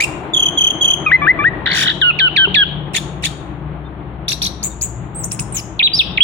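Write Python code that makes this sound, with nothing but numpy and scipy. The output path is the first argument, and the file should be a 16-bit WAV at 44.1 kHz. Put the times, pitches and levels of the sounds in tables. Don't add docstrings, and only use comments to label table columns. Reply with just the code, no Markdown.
import sys
import numpy as np
from scipy import signal
from scipy.fft import rfft, irfft
from scipy.io import wavfile
from scipy.ndimage import uniform_filter1d, minimum_filter1d

SR = 44100
rng = np.random.default_rng(int(sys.argv[2]) if len(sys.argv) > 2 else 0)


def store_pcm(level_fs):
    pcm = np.round(np.clip(level_fs, -1, 1) * 32767).astype(np.int16)
    wavfile.write(sys.argv[1], SR, np.atleast_2d(pcm).T)


N = 274741
TIME = np.arange(N) / SR
CUTOFF_HZ = 16200

# (frequency [Hz], level [dB])
OPEN_THROAT = [(1500, -20), (1900, -3.5), (2400, -2.5), (3000, 1), (3700, 2), (4700, -6), (5750, -11),
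               (6250, -15), (6780, 1.5), (7400, -5.5), (8400, -4), (9700, -6.5), (12000, -23)]


def from_db(db):
    return 10 ** (np.asarray(db) / 20)


def rms_one(x):
    return x / np.sqrt(np.mean(x ** 2) + 1e-20)


def at_hz(points, hz, axis=1):
    points = np.array(points)
    return np.interp(np.log(np.maximum(hz, 1)), np.log(points[:, 0]), points[:, axis])


def waver(size, rate_hz):
    white = rng.standard_normal(size + 4000)
    lowpass = signal.butter(2, rate_hz, fs=SR, output="sos")
    return rms_one(signal.sosfilt(lowpass, white)[-size:])


def rounded(curve):
    return uniform_filter1d(uniform_filter1d(curve, size=40), size=40)


def envelope(since, length, attack_s, release_s):
    attack = np.sin(np.pi / 2 * np.clip(since / attack_s, 0, 1))
    release = np.sin(np.pi / 2 * np.clip((length - since) / release_s, 0, 1))
    return attack * release


def during(start, end):
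    return TIME[max(int(start * SR), 0):int(end * SR)]


def add(out, t, sound):
    first = round(t[0] * SR)
    out[:, first:first + len(t)] += sound


def street_noise(spectrum):
    # (frequency [Hz], left-right correlation [1])
    likeness = [(30, 1), (250, 0.87), (500, 0.94), (1000, 0.23), (3000, 0.096), (15000, .1)]
    hz = np.arange(N // 2 + 1) * SR / N
    alike = np.clip(at_hz(likeness, hz), 0, 1)
    shape = from_db(at_hz(spectrum, hz)) * (hz > 15)
    mid, side = rfft(rng.standard_normal((2, N))) * shape
    mid = irfft(mid * np.sqrt(1 + alike), N)
    side = irfft(side * np.sqrt(1 - alike), N)
    return (mid + side * [[1], [-1]]) / np.std(mid)


def traffic(rumble_db=-1.0, road_db=3.0, surge_db=1.76):
    # (time [s], relative rumble level [dB], relative road-noise level [dB])
    course = [(0.0, -33, -32), (0.99, -33, -31), (1.58, -27, -31), (1.82, -31, -34.5), (2.34, -34, -34.5),
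              (2.67, -28.5, -36), (2.9, -32, -36.5), (3.8, -33.5, -39), (4.84, -33, -40.5),
              (5.55, -28.5, -37.5), (5.81, -33, -39.5), (6.23, -27.5, -35.5)]
    # (frequency [Hz], relative spectral level [dB])
    rumble_spectrum = [(15, -47), (25, -21), (40, -6.5), (52, -2), (70, -2), (90, -6), (125, 1), (185, 0),
                       (240, -11), (320, -25.5), (600, -120)]
    # (frequency [Hz], relative spectral level [dB])
    road_spectrum = [(100, -29.5), (230, -10), (320, 3), (480, -8.5), (720, -5.5), (1100, -9), (1600, -16),
                     (2300, -21), (3400, -28), (4200, -38.5), (5200, -61.5), (15000, -57.5)]
    s, rumble, road = np.transpose(course)
    surge = surge_db * waver(N, 6.8)
    engine_gain = from_db(np.interp(TIME, s, rumble) + rumble_db + surge)
    engines = engine_gain * street_noise(rumble_spectrum) * from_db([[3.3], [-3.3]])
    tyre_gain = from_db(np.interp(TIME, s, road) + road_db + surge / 2)
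    tyres = tyre_gain * street_noise(road_spectrum) * from_db([[2.5], [-2.5]])
    return engines + tyres


def hums(swell_db=5.5, flutter_db=3.0, wobble_hz=2.1):
    # (start [s], nominal loudest time [s], end [s], first pitch [Hz], last pitch [Hz],
    # relative level [dB])
    tones = [(0, 4, 6.23, 75, 58, -37), (0, 2, 2.4, 149, 149, -33.5), (2, 2.8, 4.4, 148, 146, -31.5),
             (4.3, 7.2, 5.7, 130, 130, -39.5), (1.7, 2.6, 3.9, 190, 169.5, -36),
             (3.5, 2, 4.4, 121, 123, -38), (4.5, 6.6, 7.5, 117, 108, -34.5), (3, 3.9, 4.7, 296, 293, -41.5)]
    out = np.zeros((2, N))
    for start, loudest, end, first_hz, last_hz, level_db in tones:
        t = during(start, end)
        hz = np.interp(t, [start, end], [first_hz, last_hz]) + wobble_hz * waver(len(t), 7.55)
        phase = 2 * np.pi * np.cumsum(hz) / SR
        swell = swell_db * np.interp(t, [start, loudest, end], [1, 0, 1])
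        gain = from_db(level_db - swell + flutter_db * waver(len(t), 2))
        tone = np.sqrt(2) * gain * signal.windows.tukey(len(t), .05) * np.sin(phase)
        add(out, t, tone * from_db([[2.8], [-3.8]]))
    return out


def knock(knock_s=2.473, contact_s=0.00074):
    # (frequency [Hz], relative level [dB], t60 [s])
    mode_table = [(399, -12, 0.054), (560, -24, 0.035), (930, -13, 0.015), (1700, -35, .012),
                  (3120, -28, .01)]
    t = np.maximum(TIME - knock_s, 0)
    modes = sum(from_db(db - 60 * t / t60) * np.sin(2 * np.pi * hz * t) for hz, db, t60 in mode_table)
    return modes * (1 - np.exp(-t / contact_s)) * from_db([[5.0], [1.0]])


def far_bird():
    # (start [s], length [s], onset pitch [Hz], held pitch [Hz], end pitch [Hz], relative level [dB])
    far_calls = [(3.845, 0.04, 3500, 3630, 3480, -48), (4.7, 0.042, 3700, 3700, 3600, -48)]
    return notes(far_calls, settle_s=.008, leave_s=0.0073, attack_s=0.016, release_s=0.019,
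                 overtone_db=-40, rasp_db=-38.0, jitter=0.008)


def echoes(song, cage_db=2.5, cage_t60=0.041, left_db=3.5):
    # (frequency [Hz], relative level [dB], t60 [s])
    porch = [(1200, -22.5, .6), (1970, -19.5, 0.6), (2950, -14.5, 0.8), (5300, -13, 0.31),
             (7200, -12.5, 0.67), (10000, -10.5, 0.13), (15000, -11.5, 0.25)]
    t, edges = TIME[:SR], np.geomspace(1000, 17000, 11)
    response, white = 0, rng.standard_normal((2, 2, 2, SR))
    for k, (low, high) in enumerate(zip(edges, edges[1:])):
        hz = np.sqrt(low * high)
        band = signal.butter(2, [low, high], "band", fs=SR, output="sos")
        noise = signal.sosfilt(band, white[k % 2])
        tail = rms_one(from_db(-60 * t / at_hz(porch, hz, axis=2)) * (t > .008))
        scatter = rms_one(from_db(-60 * t / cage_t60) * (t > .003))
        decay = tail + from_db(cage_db) * scatter
        response = response + noise * from_db(at_hz(porch, hz)) * decay / np.sqrt(SR)
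    wet = signal.fftconvolve(song[:, None], response, axes=2).sum(axis=0)
    return wet[:, :N] * from_db([[left_db], [-left_db]]) / np.sqrt(2)


def partial(phase, hz, gain):
    # (frequency [Hz], left-right level [dB], left phase lead [rad])
    ports = [(1100, 10.5, 1.5), (1250, 13, 1.5), (1400, 4, 2), (1460, 10.5, 1.0), (1820, 5, 0.86),
             (2020, 2, 0.57), (2140, -2.5, 0.5), (2160, 3.5, 2.05), (2700, -3.5, -0.3), (2614, -12, -2),
             (2950, -2.5, -3), (3224, 1, -4.5), (3325, -5, -5.5), (3370, -5, -4), (3703, 10, -6),
             (3950, -3.5, -9), (4470, 6.5, -6), (4280, -2.5, -8), (4970, -1, -13), (5283, 1.5, 7),
             (6100, 22.5, -4), (7040, 19, -14), (7000, 7, -8.5), (7700, -2.5, -11.5), (9300, -5, -10.5),
             (15100, -0.5, -11.5)]
    ratio, lead = from_db(at_hz(ports, hz)), at_hz(ports, hz, axis=2)
    left_share = rounded(ratio ** 2 / (1 + ratio ** 2))
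    half_lead = rounded(rounded(lead)) / 2
    left = np.sqrt(left_share) * np.sin(phase + half_lead)
    right = np.sqrt(1 - left_share) * np.sin(phase - half_lead)
    audible = rounded(1. * (hz < CUTOFF_HZ))
    return 2 * gain * audible * np.array([left, right])


def rasp(size):
    # (frequency [Hz], width [Hz], relative level [dB])
    resonances = [(2410, 480, 5.5), (3950, 410, -0.5), (6830, 480, 0), (10000, 1500, -12),
                  (14400, 1400, -15.5)]
    air, out = rng.standard_normal((2, size)), 0
    for k, (hz, width, level_db) in enumerate(resonances):
        r = np.exp(-np.pi * width / SR)
        b = (1 - r * r) / 2 * np.array([1, 0, -1])
        a = [1, -2 * r * np.cos(2 * np.pi * hz / SR), r * r]
        out = out + (-1) ** k * from_db(level_db) * signal.lfilter(b, a, air)
    return rms_one(out)


def syrinx(t, pitch, gains, overtone_db, rasp_db, jitter, blur=1.0, slope_db=6.0, count=7):
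    # (frequency [Hz], relative level [dB])
    beak = [(4000, 2), (5200, -20), (6600, -16.5), (7800, -10), (8600, -3), (10000, 1), (11400, -2.5),
            (12800, -1.5), (14500, -17), (16000, -4)]
    phase = 2 * np.pi * np.cumsum(pitch * (1 + jitter * waver(len(t), 750))) / SR
    effort = np.sqrt(np.sum(np.square(gains), axis=0))
    tone = 0
    for k, gain in enumerate(gains, 1):
        shimmer = from_db(120 * jitter * waver(len(t), 360))
        tone = tone + partial(k * phase, k * pitch, gain * shimmer)
    for step, k in enumerate(range(len(gains) + 1, count + 1)):
        gain = effort * from_db(overtone_db - slope_db * step + at_hz(beak, k * pitch))
        tone += partial(k * phase + blur * waver(len(t), 300), k * pitch, gain)
    return tone + from_db(rasp_db) * effort * rasp(len(t)) * from_db([[2.5], [-2.5]])


def harmonics(pitch, gain, overtones_db, throat=None):
    gains = []
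    for k, db in enumerate([0, *overtones_db], 1):
        colour_db = at_hz(throat, k * pitch) if throat else 0
        gains.append(gain * from_db(db + colour_db))
    return gains


def notes(rows, settle_s, leave_s, attack_s, release_s, lower_db=(), throat=None, **voice):
    out = np.zeros((2, N))
    for start, length, onset_hz, held_hz, end_hz, level_db in rows:
        t = during(start, start + length)
        since = t - start
        settling = (onset_hz - held_hz) * np.exp(-since / settle_s)
        leaving = (end_hz - held_hz) * np.exp((since - length) / leave_s)
        pitch = held_hz + settling + leaving
        gain = from_db(level_db) * envelope(since, length, attack_s, release_s)
        add(out, t, syrinx(t, pitch, harmonics(pitch, gain, lower_db, throat), **voice))
    return out


def calls(rows, gesture, edge_s, lower_db=(), **voice):
    out, (s, turns_hz, shape_db) = np.zeros((2, N)), np.transpose(gesture)
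    order = np.arange(len(s))
    for start, ratio, level_db in rows:
        t = during(start, start + s[-1])
        since = t - start
        turn, part = np.divmod(np.interp(since, s, order), 1)
        eased = turn + np.sin(np.pi / 2 * part) ** 2
        pitch = ratio * np.interp(eased, order, turns_hz)
        gain = from_db(level_db + np.interp(since, s, shape_db)) * envelope(since, s[-1], edge_s, edge_s)
        add(out, t, syrinx(t, pitch, harmonics(pitch, gain, lower_db, OPEN_THROAT), **voice))
    return out


def syllable(curve, loud_db, edge_s, **voice):
    s, hz, level_db = np.transpose(curve)
    out, t = np.zeros((2, N)), during(s[0], s[-1])
    pitch = rounded(np.interp(t, s, hz))
    edges = envelope(t - s[0], s[-1] - s[0], edge_s, edge_s)
    gain = from_db(loud_db + np.interp(t, s, level_db)) * edges
    add(out, t, syrinx(t, pitch, [gain], **voice))
    return out


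def twitter():
    # (start [s], length [s], onset pitch [Hz], held pitch [Hz], end pitch [Hz], relative level [dB])
    rows = [(.002, 0.012, 1630, 2440, 2400, -8), (.015, .016, 1620, 2515, 2430, -13),
            (.033, .016, 2750, 2823, 2380, -13)]
    return notes(rows, settle_s=0.0036, leave_s=0.0033, attack_s=0.0089, release_s=0.0036,
                 lower_db=[-16, -12], overtone_db=-23, rasp_db=-11.5, jitter=0.005)


def trill(attack_s=.007, octave_db=-13.0, overtone_db=-26.5, rasp_db=-45.5, jitter=0.0014):
    # (start [s], nominal length [s], pitch [Hz], relative peak level [dB])
    rows = [(0.333, 0.023, 3440, -7.5), (0.36, 0.025, 3304, -5.5), (0.391, 0.02, 3270, -6),
            (0.42, 0.021, 3190, -4.5), (0.453, 0.02, 3212, -5.5), (0.479, 0.014, 3230, -9),
            (0.571, 0.027, 3254, -6), (0.603, 0.025, 3195, -4.5), (0.634, 0.021, 3180, -4),
            (0.663, 0.021, 3192, -4), (0.699, 0.014, 3254, -7.5), (0.806, 0.036, 3245, -7),
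            (0.84, 0.025, 3282, -4), (0.873, 0.02, 3137, -5), (0.899, 0.02, 3198, -4),
            (0.93, 0.015, 3225, -5.5)]
    # (share of its length [1], pitch ratio [1], relative level [dB])
    note_shape = [(0, 1.02, -47.5), (.15, 1.014, -4.5), (.35, 1.02, -1.5), (0.751, .965, 0),
                  (.92, 0.929, -9), (1.05, 0.778, -31), (1.251, 0.83, -41.5)]
    out = np.zeros((2, N))
    share, ratio, shape_db = np.transpose(note_shape)
    for start, length, pitch, level_db in rows:
        t = during(start, start + length * share[-1])
        along = (t - start) / length
        swell = np.sin(np.pi / 2 * np.minimum((t - start) / attack_s, 1)) ** 2
        gain = swell * rounded(np.interp(along, share, from_db(shape_db + level_db))) / np.sqrt(2)
        soft_db = np.interp(along, share, shape_db - shape_db.max())
        glide = pitch * rounded(np.interp(along, share, ratio))
        gains = [gain, gain * from_db(octave_db + soft_db)]
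        add(out, t, syrinx(t, glide, gains, overtone_db + soft_db, rasp_db, jitter))
    return out


def whistles(lean_s=0.016, attack_s=0.0068, release_s=0.02, third_db=-12,
             overtone_db=-51.5, rasp_db=-57, jitter=.0024):
    # (start [s], break [s], end [s], low pitch [Hz], pitch at the break [Hz], top pitch [Hz],
    # rise time [s], relative levels at the start, the break and the top [dB], octave level [dB])
    rows = [(1.062, 1.111, 1.168, 1268, 1028, 2059, 0.0072, -2, -22.5, -6, -2.5),
            (1.216, 1.265, 1.322, 1150, 1206, 2102, 0.015, -6, -11.5, -6, -11),
            (1.388, 1.439, 1.492, 1155, 1220, 1948, 0.012, -5.5, -15.5, -7.5, -9)]
    # (frequency [Hz], level [dB])
    throat = [(1050, -8.5), (1200, -10.5), (1500, -0.5), (1680, 1.5), (2100, 1.5), (2350, -4.5), (2550, -1),
              (3200, -15.5), (4100, -30), (6000, -65.5)]
    out = np.zeros((2, N))
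    for row in rows:
        start, split, end, low_hz, break_hz, top_hz, rise_s, *levels_db, octave_db = row
        t = during(start, end)
        away = np.abs(t - split)
        low = low_hz + (break_hz - low_hz) * np.exp(-away / lean_s)
        top = top_hz + (break_hz - top_hz) * np.exp(-away / rise_s)
        pitch = rounded(np.where(t < split, low, top))
        effort = from_db(np.interp(t, [start, split, split + rise_s], levels_db))
        gain = effort * envelope(t - start, end - start, attack_s, release_s)
        gains = harmonics(pitch, gain, [octave_db, third_db], throat)
        add(out, t, syrinx(t, pitch, gains, overtone_db, rasp_db, jitter))
    return out


def doubling():
    # (start [s], end [s], whistle pitch [Hz], relative level [dB])
    rows = [(1.204, 1.262, 1153, -29), (1.399, 1.419, 1153, -24)]
    out = np.zeros((2, N))
    for start, end, pitch, level_db in rows:
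        t = during(start, end)
        hz = 3 / 2 * pitch * (1 + .03 * waver(len(t), 400))
        phase = 2 * np.pi * np.cumsum(hz) / SR
        add(out, t, partial(phase, hz, from_db(level_db) * signal.windows.tukey(len(t))))
    return out


def rattle(trough_hz=1465, trough_db=-3.0, fall_db=3.5, octave_db=2.0, octave_db_per_s=34, third_db=-3.5,
           overtone_db=-16.5, rasp_db=-7.5, jitter=0.025):
    # (time of the crest [s], crest pitch [Hz], relative level [dB])
    rows = [(1.662, 1988, -19), (1.675, 1880, -15), (1.69, 1975, -23.5), (1.704, 2032, -24),
            (1.716, 2232, -18.5), (1.734, 2239, -22), (1.751, 2008, -23), (1.770, 1998, -22),
            (1.788, 1913, -22), (1.807, 1933, -24.5), (1.831, 1936, -18.5), (1.853, 1873, -27),
            (1.876, 2003, -20), (1.899, 1940, -19.5), (1.916, 1738, -27.5)]
    harshest_s, harsh_span_s, harsh_range_db = 1.7946, 0.073, 37.5
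    s, crest, level_db = np.transpose(rows)
    out, t = np.zeros((2, N)), during(s[0] - .004, s[-1] + .008)
    swing = np.pi * np.interp(t, s, np.arange(len(s)))
    arch = np.abs(np.cos(swing)) ** 1.8
    pitch = trough_hz + (np.interp(t, s, crest) - trough_hz) * arch
    loudness_db = np.interp(t, s, level_db) + trough_db * (1 - arch) ** 4
    first = from_db(loudness_db) * signal.windows.tukey(len(t), .02)
    flare_db = fall_db * np.sin(2 * swing)
    octave = first * from_db(octave_db + octave_db_per_s * (t - harshest_s) + flare_db)
    harsh_db = harsh_range_db * (np.exp(-((t - harshest_s) / harsh_span_s) ** 4) - 1)
    third = first * from_db(third_db + harsh_db)
    add(out, t, syrinx(t, pitch, [first, octave, third], overtone_db + harsh_db, rasp_db + harsh_db, jitter))
    return out


def puffs(rows, level_db, decay_s):
    out = np.zeros((2, N))
    for start, *_, note_db in rows:
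        t = during(start, start + .06)
        decay = np.exp(-(t - start) / decay_s)
        add(out, t, from_db(note_db + level_db) * decay * rasp(len(t)))
    return out


def slurs():
    # (start [s], length [s], onset pitch [Hz], held pitch [Hz], end pitch [Hz], relative level [dB])
    rows = [(2.014, 0.1, 1960, 1448, 1214, -9.5), (2.188, 0.1, 3156, 1520, 1288, -11),
            (2.362, 0.099, 2844, 1571, 1300, -8.5), (2.5425, 0.098, 3904, 1663, 1337, -8.5)]
    # (frequency [Hz], level [dB])
    throat = [(1200, -11.5), (1550, -5), (2000, -11), (2400, 0.5), (2900, -0.5), (3300, -1), (3800, -1.5),
              (4300, -3.5), (4800, -20), (6000, -30.5)]
    tones = notes(rows, settle_s=0.0074, leave_s=0.0115, attack_s=0.0026, release_s=0.0097,
                  lower_db=[0, -30], throat=throat, overtone_db=-48, rasp_db=-55, jitter=.0045)
    return tones + puffs(rows, level_db=-30.5, decay_s=.008)


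def chips():
    # (time from the start [s], pitch [Hz], relative level [dB])
    gesture = [(0, 2788, -32), (.005, 2816, -34), (.018, 1849, -16), (.026, 3340, -22),
               (0.0317, 2200, -12.5), (.036, 3434, -16), (.041, 1780, -19.5), (0.045, 1770, -18.5),
               (0.053, 1830, -26.5)]
    # (start [s], pitch ratio [1], relative level [dB])
    rows = [(2.934, 1.0, -2.5), (3.223, 1.01, -5)]
    return calls(rows, gesture, edge_s=.002, lower_db=[0, -3], overtone_db=-18.5, rasp_db=-8.5, jitter=0.027)


def zips():
    # (time from the start [s], pitch [Hz], relative level [dB])
    gesture = [(0, 3276, -20.5), (0.0104, 5750, -3), (.02, 3590, -25), (.032, 6020, -6.5),
               (0.039, 3185, -24), (0.047, 5880, -7.5), (.054, 3700, -18.5), (0.062, 5600, -26),
               (.066, 3900, -36)]
    # (start [s], pitch ratio [1], relative level [dB])
    rows = [(4.280, 1.0, -2.5), (4.417, 1.005, -2.5)]
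    return calls(rows, gesture, edge_s=0.0024, overtone_db=-12.5, rasp_db=-17.0, jitter=0.021)


def seeps(onset_hz=3400, held_hz=7570, settle_s=.0055, warble_hz=124.4, depth_hz=940, calm_s=0.065,
          attack_s=0.014, release_s=0.059, pulse_db=8, overtone_db=-8.5, rasp_db=-21.5, jitter=.011):
    # (start [s], length [s], relative level [dB])
    rows = [(4.6265, .062, -13.5), (4.8094, 0.061, -13)]
    out = np.zeros((2, N))
    for start, length, level_db in rows:
        t = during(start, start + length)
        since = t - start
        warble = np.cos(2 * np.pi * warble_hz * since)
        climb = held_hz + (onset_hz - held_hz) * np.exp(-since / settle_s)
        pitch = climb + depth_hz * np.exp(-since / calm_s) * warble
        pulses = from_db(level_db - pulse_db * (1 + warble) / 2)
        gain = pulses * envelope(since, length, attack_s, release_s)
        gains = harmonics(pitch, gain, [], OPEN_THROAT)
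        add(out, t, syrinx(t, pitch, gains, overtone_db, rasp_db, jitter))
    return out


def thin_note():
    # (time [s], pitch [Hz], relative level [dB])
    curve = [(5.147, 7740, -37), (5.16, 8360, -29), (5.208, 7970, -28.5), (5.232, 7350, -37),
             (5.239, 5500, -29), (5.2455, 6970, -14), (5.25, 9030, -29), (5.258, 8360, -26),
             (5.27, 8400, -34)]
    return syllable(curve, loud_db=-3.0, edge_s=0.0029, overtone_db=-10.5, rasp_db=-30.5, jitter=.007)


def flicks():
    # (time from the start [s], pitch [Hz], relative level [dB])
    gesture = [(0, 4780, -42), (.005, 5640, -12.5), (0.0123, 10050, -16), (0.021, 7530, -20.5),
               (.0265, 9200, -27), (0.039, 6800, -30)]
    # (start [s], pitch ratio [1], relative level [dB])
    rows = [(5.3115, 0.98, -3), (5.3895, 0.95, -4)]
    return calls(rows, gesture, edge_s=.002, overtone_db=-10, rasp_db=-17, jitter=0.011)


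def squeak():
    # (time [s], pitch [Hz], relative level [dB])
    curve = [(5.523, 8900, -27), (5.536, 8600, -36), (5.543, 7200, -31), (5.548, 8060, -20.5),
             (5.554, 6700, -25), (5.559, 7950, -16.5), (5.564, 6200, -31), (5.57, 6850, -9.5),
             (5.577, 6150, -26.5), (5.605, 4770, -30.5)]
    return syllable(curve, loud_db=-3.5, edge_s=0.0025, overtone_db=-9.5, rasp_db=-16.5, jitter=0.028)


def undertones():
    # (start [s], length [s], onset pitch [Hz], held pitch [Hz], end pitch [Hz], relative level [dB])
    rows = [(4.289, 0.0064, 2750, 2410, 2400, -27), (4.317, 0.0073, 2900, 2540, 2730, -19),
            (4.428, .009, 2540, 2260, 2490, -39), (5.313, 0.0078, 2300, 2720, 3440, -40.5),
            (5.391, 0.0079, 2260, 2510, 2960, -30), (5.57, 0.033, 3490, 3000, 2480, -38)]
    return notes(rows, settle_s=0.0029, leave_s=0.0036, attack_s=.003, release_s=0.0049,
                 overtone_db=-14, rasp_db=-3.5, jitter=0.031)


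def loops():
    # (start [s], length [s], onset pitch [Hz], held pitch [Hz], end pitch [Hz], relative level [dB])
    rows = [(5.792, 0.017, 4560, 2300, 2220, -9), (5.806, 0.012, 3250, 2680, 1930, -11),
            (5.824, 0.055, 2170, 4030, 2440, -9), (6.173, 0.013, 4360, 1910, 1780, -7.5),
            (6.204, 0.03, 2165, 3457, 3235, 4)]
    return notes(rows, settle_s=0.0053, leave_s=.008, attack_s=0.0063, release_s=0.0031,
                 overtone_db=-48.0, rasp_db=-48, jitter=0.0026)


def peak_note():
    # (time [s], pitch [Hz], relative level [dB])
    curve = [(5.935, 4670, -13), (5.944, 4660, -9), (5.95, 4750, -10), (5.958, 5280, -19),
             (5.978, 5314, -18), (5.987, 4730, -23), (5.994, 3740, -2.5), (6.006, 3160, -6.5),
             (6.012, 2710, -9.5), (6.022, 2500, -15.5)]
    return syllable(curve, loud_db=-1.5, edge_s=.002, overtone_db=-27.5, rasp_db=-43, jitter=0.0028)


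def scene():
    street = hums() + traffic() + knock()
    song = (twitter() + trill() + whistles() + doubling() + rattle() + slurs() + undertones() + zips()
            + seeps() + thin_note() + flicks() + squeak() + loops() + peak_note())
    rough = chips()
    wet = echoes(song + from_db(-1.0) * rough)
    bird = song + rough + from_db(-1.5) * wet
    return from_db(3.5) * bird + far_bird() + street


def gain_control(x, threshold_db=-18, share=0.34, release_db_per_s=260):
    power = uniform_filter1d(np.mean(x ** 2, axis=0), size=220)
    level_db = 10 * np.log10(np.maximum(power, 1e-9))
    fall = release_db_per_s * TIME
    held_db = np.maximum.accumulate(level_db + fall) - fall
    return x * from_db(-share * rounded(np.maximum(held_db - threshold_db, 0)))


def record(dry):
    even = gain_control(dry)
    gain = 1 / np.maximum(np.abs(even).max(axis=0), 1)
    gain = rounded(minimum_filter1d(gain, size=160))
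    lowpass = signal.ellip(10, .1, 80, CUTOFF_HZ, fs=SR, output="sos")
    return signal.sosfilt(lowpass, even * gain)


dry = scene()
out = record(dry)
store_pcm(out)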